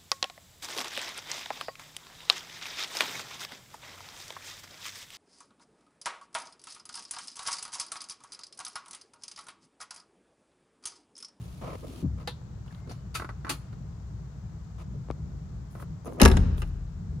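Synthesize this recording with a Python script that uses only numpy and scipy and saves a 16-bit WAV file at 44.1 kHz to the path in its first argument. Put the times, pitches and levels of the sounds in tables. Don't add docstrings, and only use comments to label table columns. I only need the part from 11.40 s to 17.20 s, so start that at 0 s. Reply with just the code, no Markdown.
import sys
import numpy as np
from scipy import signal
from scipy.fft import rfft, irfft, next_fast_len
from scipy.io import wavfile
from scipy.ndimage import map_coordinates

SR = 44100
rng = np.random.default_rng(int(sys.argv[2]) if len(sys.argv) > 2 else 0)


def inscribe(sig):
    pcm = np.round(np.clip(np.atleast_2d(sig).T, -1, 1) * 32767)
    wavfile.write(sys.argv[1], SR, pcm.astype(np.int16))


N = 255780

REGISTER_EDGES = [130, 330, 900, 2300, 7000, 16000]
# thump_db, body_db, clank_db, crack_db, sizzle_db
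SLAM_TONE = [-6, 4, 3, 2, -8]
TAP_TONE = [-3.5, -1, 4, 3.5, -2.5]
SLIP_TONE = [-10, -10.5, -2.5, -18.5, -31]
SCUFF_TONE = [-1, 2, 0.5, -13, -27]
SWISH_TONE = [-1.5, -12, -8, -2.5, -5]

# start_s, level_db, tilt_db (per register), t60_s, part_pitch_hz, part_level_db
SLAM_CONTACTS = [(4.799, -31, -0.5, 0.073, 2900, -29), (4.806, -28.5, -9.5, .05, 2000, -27.5),
                 (4.8155, -15, 4.5, 0.025, 5020, -17.5), (4.8195, -21.5, 4.5, 0.019, 4050, -30.5),
                 (4.8226, -31, -11.5, 0.022, 780, -27.5), (4.83, -28, 2, 0.11, 6200, -27.5),
                 (4.851, -18.5, 1.5, 0.035, 6500, -20.5), (4.8573, -13, -1, 0.022, 1300, -15),
                 (4.8585, -28, 0, 0.025, 5600, -24.5), (4.877, -34, 3, .06, 10200, -41),
                 (4.883, -37.5, 5.5, .04, 10480, -45.5), (4.899, -34.5, -5.5, .05, 420, -28.5),
                 (4.914, -36, 0.5, .06, 3670, -34.5), (4.934, -44, -9, .05, 1500, -40),
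                 (4.969, -29.5, -2.5, 0.034, 7040, -37.5), (4.9725, -34.5, -3.5, 0.037, 3640, -35),
                 (5.2186, -43, 1, .06, 1233, -38.5), (5.229, -49, -4, .05, 2700, -47)]
SLAM_RISE = [.016, 0.0029, 0.0012, .0005, .0004]
# centre_hz, width_hz, level_db
DOOR_SHELL = [(226, 120, 7), (360, 75, -8.5), (479, 140, -12.5), (806, 430, -12), (1240, 290, -14),
              (1300, 200, -7.5), (1633, 210, -5.5), (2010, 380, -10), (2770, 530, -9), (3980, 1500, -14),
              (5250, 390, -12.5), (6760, 3100, -22.5), (9900, 2700, -18.5), (13800, 4000, -28)]
# pitch_hz, relative_db, t60_s
CABIN_MODES = [(47, -9.5, 0.33), (57.4, -7.5, 0.37), (77.6, -6.5, 0.32), (130.7, -13.5, 0.22)]
# pitch_hz, relative_db, t60_s
SKIN_MODES = [(198, -26, 0.39), (229.2, -8.5, 0.13), (256.8, -12.5, 0.38), (316, -19.5, 0.079),
              (370, -21, 0.17), (385.4, -20, .18), (431, -24, 0.09), (464, -27, 0.22), (626, -33, 0.17)]
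# pitch_hz, relative_db, t60_s
FRAME_MODES = [(722, -34, .3), (777, -32, .25), (804, -29, .2), (915, -34, .2), (948, -29, .22),
               (1140, -29, .18), (1222, -30, .2), (1315, -30, .19), (1600, -35, .2), (1660, -31, .2),
               (1820, -40, .18), (2090, -33, .11), (2175, -42, .14), (2660, -39, .11)]
# pitch_hz, relative_db, t60_s
LATCH_MODES = [(2770, -23, .022), (3370, -35, .07), (4050, -21, .028), (5450, -27, 0.04), (5610, -34, 0.07),
               (6090, -29, .06)]
# pitch_hz, level_db, t60_s
STANDING_WAVES = [(43.1, -21, 2.17), (45, -25.5, 1.5), (75.5, -23, 1.5), (83.5, -26, 2.4),
                  (121.7, -23.5, 0.97), (171.8, -24, 1.2)]
# freq_hz, correlation (0-1)
DOOR_LIKENESS = [(100, 0.7), (400, 0.7), (1000, 0.3), (4000, 0.2), (10000, .95)]
# freq_hz, lead_rad
DOOR_PHASE_LEAD = [(100, 0.36), (500, -0.9), (1300, 1.5), (2900, -1.6), (5600, 1.5), (8100, 1.5),
                   (11000, 0.6), (15000, 1)]
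# freq_hz, left_over_right_db
DOOR_LEAN = [(60, 1.5), (110, 2), (200, 4), (380, 5.5), (700, 3.5), (1300, -1), (2400, 0.5), (4400, 2.5),
             (8100, 1.5), (15000, 0)]

# start_s, level_db, tilt_db (per register), rise_s, t60_s, part_pitch_hz, part_level_db
CLICKS = [(0.8738, -43.5, -0.5, 0.001, .11, 870, -39), (1.261, -65, -4, 0.0018, .04, 950, -56),
          (1.278, -65, -6, 0.0017, 0.039, 3000, -55), (1.307, -83, 1, .002, .04, 1640, -51.5),
          (1.324, -58, -4.5, .0017, 0.034, 850, -55), (1.347, -62, -3, .0016, 0.026, 3700, -52.5),
          (1.383, -74, -1, .002, .04, 1500, -54), (1.473, -62, -5, 0.0018, .09, 457, -50),
          (1.493, -57.5, -0.5, 0.0033, 0.24, 4540, -56.5), (1.511, -56.5, -1, 0.0022, 0.069, 696, -44),
          (1.517, -58, -0.5, .001, .05, 5700, -49), (1.742, -44, 2.5, 0.0124, .18, 4530, -49),
          (1.759, -64.5, 10.5, .001, .04, 2360, -39), (1.77, -52, 5, 0.0012, 0.034, 1490, -46),
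          (2.0921, -37, 2.5, 0.0047, .15, 305, -35.5), (2.325, -60.5, -6, 0.0042, 0.086, 1300, -62),
          (5.18, -50.5, -7.5, 0.00094, .02, 3400, -48)]
# centre_hz, width_hz, level_db
HARDWARE_BODY = [(260, 250, 3), (478, 800, 4.5), (840, 900, -6), (1110, 120, 4.5), (1320, 700, 6.5),
                 (2100, 410, -11.5), (2730, 860, -13), (3630, 640, -14.5), (4350, 1000, -11),
                 (5860, 2000, -20.5), (7160, 700, -22), (9680, 2300, -19), (13400, 4000, -27.5)]
# pitch_hz, level_db, t60_s
CATCH_MODES = [(490, -31, .095), (810, -31, .06), (980, -45, .16), (1770, -43, .09), (2035, -43, .065),
               (2676, -45, .11), (3214, -41, .075), (3790, -41, .08), (3935, -46, .1), (4258, -49, .12),
               (4500, -41, .07)]
# pitch_hz, level_db, t60_s
HANDLE_MODES = [(1287, -29, .11), (2050, -40, .08), (2503, -36, .1), (3661, -38, .12), (4630, -36, .075),
                (4872, -47, .1), (5410, -47, .12), (6105, -43, .1), (7138, -47, .09), (7488, -48, .11)]
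# pitch_hz, level_db, t60_s
LOCK_MODES = [(275, -34, .15), (354, -35, .17), (856, -31, .1), (1150, -38, .12), (1254, -40, .21),
              (1964, -39, .1), (2890, -38, .12), (3273, -41, .14), (4370, -37, .09), (4791, -41, .14),
              (5405, -47, .13), (7400, -43, .1), (7585, -42, .11)]
# start_s, level_db
STAY_SLIPS = [(1.7978, -32.5), (1.82, -34.5), (1.845, -35), (1.8902, -36), (1.901, -43.5), (2.0472, -34.5),
              (2.067, -36.5), (2.079, -38.5), (4.351, -46.5), (4.376, -58), (4.3975, -47.5), (4.424, -47.5)]
# pitch_hz, relative_db, t60_s
STAY_MODES = [(863, -17, .1), (1063, -8.5, .1), (1150, -13, .08), (1295, -6, .08), (1343, -7.5, .1),
              (1456, -11, .07), (1487, -9, .07), (1965, -12, .07), (2350, -18, .05)]
# freq_hz, left_over_right_db
HARDWARE_LEAN = [(200, 4.0), (400, -1.5), (2400, 0.5), (4400, 3.5), (15000, 0.0)]
# start_s, peak_db, softness_hz (low-pass), lowest_hz (high-pass)
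KNOCKS = [(1.015, -47, 800, 200), (3.685, -38, 650, 150), (3.7014, -22.5, 633, 90),
          (3.7104, -41, 5000, 600), (4.351, -38, 900, 200), (4.426, -39.5, 703, 150),
          (4.646, -42.5, 753, 150), (4.723, -34.5, 700, 199), (4.8202, -11.5, 239.6, 60),
          (4.8255, -12.5, 190.6, 60), (4.858, -16, 1100, 200)]
# pitch_hz, relative_db, t60_s
TRIM_MODES = [(58, -26, .12), (135, -27.5, 0.029), (320, -36, .025), (460, -41, .03), (1180, -31.5, 0.013),
              (2170, -40, 0.012)]
# start_s, level_db
HINGE_CREAKS = [(4.647, -52.5), (4.656, -46.5), (4.6635, -47), (4.669, -45.5), (4.6745, -47), (4.7335, -54),
                (4.787, -59)]
# centre_hz, width_hz, level_db
HINGE_BODY = [(6400, 880, -2.5), (10100, 1800, -4.5), (14000, 3000, -15)]
# start_s, end_s, pitch_hz, level_db
HINGE_SQUEALS = [(1.29, 1.54, 2120, -73), (1.53, 1.67, 3000, -75)]

# start_s, end_s, level_db, tilt_db (per register)
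SOLE_SCUFFS = [(.211, .355, -47.5, 0.5), (.427, .452, -56.5, -7), (.455, .51, -69.5, -8.5),
               (.62, .66, -64, -9.5), (.772, .83, -56.5, 3), (1.258, 1.403, -67, 7.5),
               (1.465, 1.52, -67, -9.5), (3.379, 3.422, -54.5, 4.5), (4.355, 4.44, -61, -2),
               (4.656, 4.684, -47, -3), (4.684, 4.705, -55.5, -8), (3.53, 3.562, -70.5, -10.5),
               (4.70, 4.775, -61.5, -8.5), (4.777, 4.804, -49, -6.5)]
# start_s, end_s, level_db, tilt_db (per register)
CLOTH_SWISHES = [(0, .63, -60.5, -1.5), (.46, .615, -55, -3.5), (4.30, 4.435, -83.5, 9),
                 (4.395, 4.425, -67, 5.5), (4.66, 4.76, -76, 5), (5.17, 5.212, -69, 7.5),
                 (5.223, 5.29, -71, 0.5)]
# centre_hz, width_hz, level_db
RUBBED_CAB = [(246, 48, 0), (493, 170, 10), (627, 170, 9), (1038, 310, -2.5), (1240, 170, -3.5),
              (1880, 800, -31.5), (2940, 4700, -17.5), (5650, 12000, -25.5), (9900, 2200, -16.5),
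              (14000, 4000, -21)]
# pitch_hz (before it sinks), level_db, t60_s
FLOOR_MODES = [(110, -21, 0.46), (169.6, -24, 0.46), (197.6, -14.5, 0.17), (243, -21, 0.19),
               (303, -17.5, 0.097), (356.5, -29.5, 0.2)]
# freq_hz, correlation (0-1)
NEAR_LIKENESS = [(200, 0.87), (1000, 0.12), (4000, 0.21), (12000, 0.67)]

# freq_hz, t60_s
HALL_DECAY = [(50, 1.7), (120, 0.87), (300, 0.52), (1000, 0.93), (4000, 0.91), (12000, 0.19)]
# freq_hz, level_db
HALL_STRENGTH = [(45, -18.5), (100, -2.5), (250, -14.5), (520, -16.5), (1500, -22.5), (5000, -26.5),
                 (12000, -21)]
# freq_hz, correlation (0-1)
HALL_LIKENESS = [(60, 1), (150, 0.92), (380, 0.6), (950, 0.077), (2380, 0.053), (5980, 0.045),
                 (15000, 0.22)]
# freq_hz, relative_db
RUMBLE_SPECTRUM = [(13, -63.5), (22, -37), (39, -12), (59, 0), (81, -5), (119, -2.5), (167, -5.5),
                   (241, -22.5), (316, -26.5), (380, -28), (416, -29), (500, -33.5), (650, -77.5),
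                   (1100, -120)]
# time_s, level_db
RUMBLE_COURSE = [(0, -43.5), (.55, -42.5), (.75, -41), (5.8, -38.5)]
# freq_hz, relative_db
AIR_SPECTRUM = [(240, -30), (400, -4), (442, -4.5), (477, -5), (613, -1.5), (1240, -5), (1510, -8),
                (2590, -18.5), (7150, -25), (8000, -31.5), (10400, -76.5), (17600, -120)]
# freq_hz, left_over_right_db
RUMBLE_LEAN = [(60, 2.2), (200, 1.2), (380, 1.9)]
AIR_LEAN = [(400, 1.5), (700, 1.5), (2400, 0.85), (4400, 15.5), (8000, 24.9)]

SHIVER_DB, SHIVER_T60_S = -30, .19
PART_WIDTH = 0.36
SPRING_HZ, SPRING_WIDTH_HZ, SPRING_DB, SPRING_T60_S = 3800, 2300, -38.5, 0.18
SLIP_RISE_S, SLIP_T60_S = .0008, .055
CHATTER_S, CHATTER_DB = .003, -8.5
TOP_HZ = 16100


def slam(low_life=1.5, crack_life=0.55, sizzle_life=0.63):
    out = np.zeros((2, N))
    t = np.arange(SR // 4) / SR
    lives = np.array([low_life, low_life, 1, crack_life, sizzle_life])[:, None, None]
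    rise_s = np.array(SLAM_RISE)[:, None, None]
    for start_s, level_db, tilt_db, t60_s, part_hz, part_db in SLAM_CONTACTS:
        crack = amp(-60 * t / (t60_s * lives))
        shiver = amp(SHIVER_DB - 60 * t / SHIVER_T60_S)
        fade = (crack + shiver) * (1 - np.exp(-t / rise_s))
        levels_db = voiced(SLAM_TONE, level_db, tilt_db)
        shell = dense(DOOR_SHELL, DOOR_LIKENESS, levels_db, len(t))
        add(out, start_s, np.sum(fade * shell, axis=0))
        add(out, start_s, clink(part_hz, part_db, t60_s))
    add(out, 4.8305, amp(-0.5) * ring(CABIN_MODES, cycles=0.43))
    add(out, 4.819, ring(SKIN_MODES, cycles=0.94))
    add(out, 4.856, amp(-1.5) * ring(SKIN_MODES, cycles=0.22))
    add(out, 4.8175, amp(-1.0) * ring(FRAME_MODES, cycles=1.9))
    add(out, 4.858, amp(-0.5) * ring(FRAME_MODES, cycles=0.72))
    add(out, 4.816, ring(LATCH_MODES, cycles=2.6))
    add(out, 4.857, amp(-5.5) * ring(LATCH_MODES, cycles=3))
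    halves = np.array([[1], [-1]])
    out = filtered(out, lambda hz: np.exp(.5j * along(DOOR_PHASE_LEAD, hz) * halves))
    return leaning(out, DOOR_LEAN)


def boom():
    out = np.zeros((2, N))
    add(out, 4.84, ring(STANDING_WAVES, cycles=1.6))
    return panned(out, left_db=3.5)


def clink(hz, level_db, t60_s, rise_s=.0005):
    t = np.arange(SR // 4) / SR
    colour = lambda f: peak(f, hz, PART_WIDTH * hz)
    cluster = noise(colour, DOOR_LIKENESS, len(t))
    return amp(level_db - 60 * t / t60_s) * (1 - np.exp(-t / rise_s)) * cluster


def taps():
    out = np.zeros((2, N))
    for start_s, level_db, tilt_db, rise_s, t60_s, part_hz, part_db in CLICKS:
        add(out, start_s, clink(part_hz, part_db, t60_s))
        add(out, start_s, click(voiced(TAP_TONE, level_db, tilt_db), rise_s, t60_s))
    add(out, .8752, ring(CATCH_MODES, cycles=.8))
    add(out, .8752, spring())
    add(out, 1.752, ring(HANDLE_MODES, cycles=3.7, sag_s=0.0044, strain=0.1))
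    add(out, 2.0955, ring(LOCK_MODES, cycles=2.6))
    for start_s, level_db in STAY_SLIPS:
        slip_db = np.add(SLIP_TONE, level_db)
        stumble_s = start_s + CHATTER_S * rng.uniform(.5, 2)
        add(out, start_s, click(slip_db, SLIP_RISE_S, SLIP_T60_S))
        add(out, stumble_s, click(slip_db + CHATTER_DB, SLIP_RISE_S, SLIP_T60_S))
        add(out, start_s, amp(level_db) * ring(STAY_MODES, cycles=2.5, sag=rng.normal(0, .012)))
    return leaning(out, HARDWARE_LEAN)


def click(levels_db, rise_s, t60_s, snap=0.45, snap_s=0.00069):
    t = np.arange(SR // 4) / SR
    swell = np.minimum(t / rise_s, 1)
    decay = amp(-60 * np.maximum(t - rise_s, 0) / t60_s)
    fade = swell * decay * (1 + snap * np.exp(-t / snap_s))
    return fade * dense(HARDWARE_BODY, NEAR_LIKENESS, levels_db, len(t)).sum(axis=0)


def spring():
    t = np.arange(SR // 4) / SR
    buzz = noise(lambda hz: peak(hz, SPRING_HZ, SPRING_WIDTH_HZ), NEAR_LIKENESS, len(t))
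    return amp(SPRING_DB - 60 * t / SPRING_T60_S) * buzz


def knocks(travel_s=0.001997, slope=2.95):
    out = np.zeros((2, N))
    hz = np.fft.rfftfreq(SR // 8, 1 / SR)
    cycles = 2 * travel_s * np.sqrt(1000 * hz)
    for start_s, peak_db, soft_hz, low_hz in KNOCKS:
        colour = hz ** 2 / (hz ** 2 + low_hz ** 2) / (1 + (hz / soft_hz) ** slope)
        wave = irfft(colour * np.exp(-2j * np.pi * cycles))
        add(out, start_s, amp(peak_db) * wave / np.abs(wave).max())
    return panned(out, left_db=8.5)


def trim(left_db=8):
    out = np.zeros((2, N))
    add(out, 3.7025, amp(-8.5) * ring(TRIM_MODES, cycles=.6))
    add(out, 3.711, ring(TRIM_MODES, cycles=.4))
    return panned(out, left_db)


def hinge(tick_t60_s=.013, squeal_width_hz=110):
    out = np.zeros((2, N))
    t = np.arange(SR // 16) / SR
    colour = lambda hz: sum(amp(db) * peak(hz, centre, width) for centre, width, db in HINGE_BODY)
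    for start_s, level_db in HINGE_CREAKS:
        tick = noise(colour, NEAR_LIKENESS, len(t))
        add(out, start_s, amp(level_db - 60 * t / tick_t60_s) * tick)
    for start_s, end_s, pitch_hz, level_db in HINGE_SQUEALS:
        size = round((end_s - start_s) * SR)
        song = noise(lambda hz: peak(hz, pitch_hz, squeal_width_hz), NEAR_LIKENESS, size)
        add(out, start_s, amp(level_db) * signal.windows.tukey(size) * song)
    return out


def climbing_out(attack_s=0.0059, release_s=0.0081, grain_db=2, grain_rate_hz=220):
    out = np.zeros((2, N))
    t = np.arange(3 * SR // 4) / SR
    for strokes, tone_db in (SOLE_SCUFFS, SCUFF_TONE), (CLOTH_SWISHES, SWISH_TONE):
        for start_s, end_s, level_db, tilt_db in strokes:
            after_s = np.maximum(t - (end_s - start_s), 0)
            stroke = (1 - np.exp(-t / attack_s)) * np.exp(-after_s / release_s)
            grain = unit(amp(grain_db * wobble(grain_rate_hz, len(t))))
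            levels_db = voiced(tone_db, level_db, tilt_db)
            rub = dense(RUBBED_CAB, NEAR_LIKENESS, levels_db, len(t)).sum(axis=0)
            add(out, start_s, stroke * grain * rub)
    thud = ring(FLOOR_MODES, cycles=3.2, sag=0.459, sag_s=0.0513)
    add(out, .627, panned(thud, left_db=3.5))
    return out


def showroom(x, split_hz=800):
    bass = filtered(x, lambda hz: 1 / (1 + (hz / split_hz) ** 8))
    bass_answer = diffuse(bass, handover_s=.025, count=3)
    treble_answer = diffuse(x - bass, handover_s=.0016, count=5)
    return amp(4.5) * bass_answer + amp(5.5) * treble_answer


def diffuse(x, handover_s, count):
    turn = np.arange(N) / SR / handover_s
    share = lambda k: np.maximum(1 - np.abs((turn - k) % count - 1), 0)
    return sum(hall(x * share(k)) for k in range(count))


def hall(x, build_s=0.088):
    hz, t, z = signal.stft(noise(np.ones_like, HALL_LIKENESS, 3 * SR // 2), SR, nperseg=512)
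    decay = amp(-60 * t / along(HALL_DECAY, hz)[:, None]) * (1 - np.exp(-t / build_s))
    decay /= np.sqrt(np.mean(decay ** 2, axis=1, keepdims=True))
    decay *= amp(along(HALL_STRENGTH, hz))[:, None]
    tail = signal.istft(z * decay, SR, nperseg=512)[1]
    tail /= np.sqrt(tail.shape[1])
    mono = x.mean(axis=0)[None]
    return panned(signal.fftconvolve(mono, tail, axes=1)[:, :N], left_db=1.0)


def ventilation():
    t = np.arange(N) / SR
    rumble_db = np.interp(t, *np.transpose(RUMBLE_COURSE)) + 1.4 * wobble(8.4, N)
    rumble = amp(rumble_db) * noise(lambda hz: amp(along(RUMBLE_SPECTRUM, hz)), HALL_LIKENESS, N)
    hum = amp(-48.5 + 0.64 * wobble(1.3, N)) * np.sin(2 * np.pi * 60.3 * t)
    air = amp(-61.0) * noise(lambda hz: amp(along(AIR_SPECTRUM, hz)), HALL_LIKENESS, N)
    hiss = amp(-79) * rng.standard_normal((2, N))
    return leaning(rumble + hum, RUMBLE_LEAN) + leaning(air, AIR_LEAN) + hiss


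def ring(modes, cycles, sag=0, sag_s=0.055, strain=0):
    t = np.arange(SR) / SR
    settling = sag_s * (1 - np.exp(-t / sag_s))
    bent = t - sag * (t - settling) + strain * settling
    out = np.zeros(SR)
    for hz, level_db, t60_s in modes:
        decay = amp(level_db + rng.normal() - 60 * t / t60_s)
        out += decay * np.sin(2 * np.pi * hz * bent) * (1 - np.exp(-t * hz / cycles))
    return out


def dense(resonances, alike, levels_db, size):
    power = lambda hz, centre, width, db: (amp(db) / (1 + (2 * (hz - centre) / width) ** 2)) ** 2
    colour = lambda hz: np.sqrt(sum(power(hz, *resonance) for resonance in resonances))
    x = noise(colour, alike, size)
    band = lambda lo, hi: lambda hz: 1 / np.sqrt((1 + (lo / (hz + 1)) ** 16) * (1 + (hz / hi) ** 16))
    registers = zip(levels_db, REGISTER_EDGES, REGISTER_EDGES[1:])
    return np.array([amp(db) * unit(filtered(x, band(lo, hi))) for db, lo, hi in registers])


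def voiced(tone_db, level_db, tilt_db):
    return np.array(tone_db) + level_db + tilt_db * (np.arange(len(tone_db)) - 2)


def peak(hz, centre, width):
    return 1 / (1 + (2 * (hz - centre) / width) ** 2) ** 2


def noise(colour, alike, size):
    turn = lambda hz: np.arccos(np.clip(along(alike, hz), 0, 1)) / 2
    mid_side = lambda hz: colour(hz) * [np.cos(turn(hz)), np.sin(turn(hz))]
    mid, side = filtered(rng.standard_normal((2, size)), mid_side)
    return unit(np.array([mid + side, mid - side]))


def wobble(rate_hz, size):
    knots = rng.standard_normal(size // 16)
    return map_coordinates(knots, [np.arange(size) * rate_hz / SR], mode="wrap")


def leaning(x, left):
    return filtered(x, lambda hz: amp(along(left, hz) * np.array([[.5], [-.5]])))


def panned(x, left_db):
    return x * amp([[left_db / 2], [-left_db / 2]])


def filtered(x, response):
    n = x.shape[-1]
    m = next_fast_len(n + SR // 8)
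    return irfft(rfft(x, m) * response(np.fft.rfftfreq(m, 1 / SR)), m)[..., :n]


def along(points, hz):
    f, v = np.transpose(points)
    return np.interp(np.log(hz + 1), np.log(f + 1), v)


def add(track, start_s, sound):
    part = track[:, max(round(start_s * SR), 0):][:, :sound.shape[-1]]
    part += sound[..., :part.shape[1]]


def amp(db):
    return 10 ** (np.asarray(db) / 20)


def unit(x):
    return x / np.sqrt(np.mean(x ** 2) + 1e-20)


def scene():
    door = slam()
    small = taps() + knocks() + trim() + hinge() + climbing_out()
    answer = showroom(door + amp(-5.0) * small)
    return door + boom() + small + answer + ventilation()


def record(dry):
    rounded = dry / (1 + np.abs(dry) ** 8) ** (1 / 8)
    return filtered(rounded, lambda hz: hz < TOP_HZ)


dry = scene()
out = record(dry)
inscribe(out)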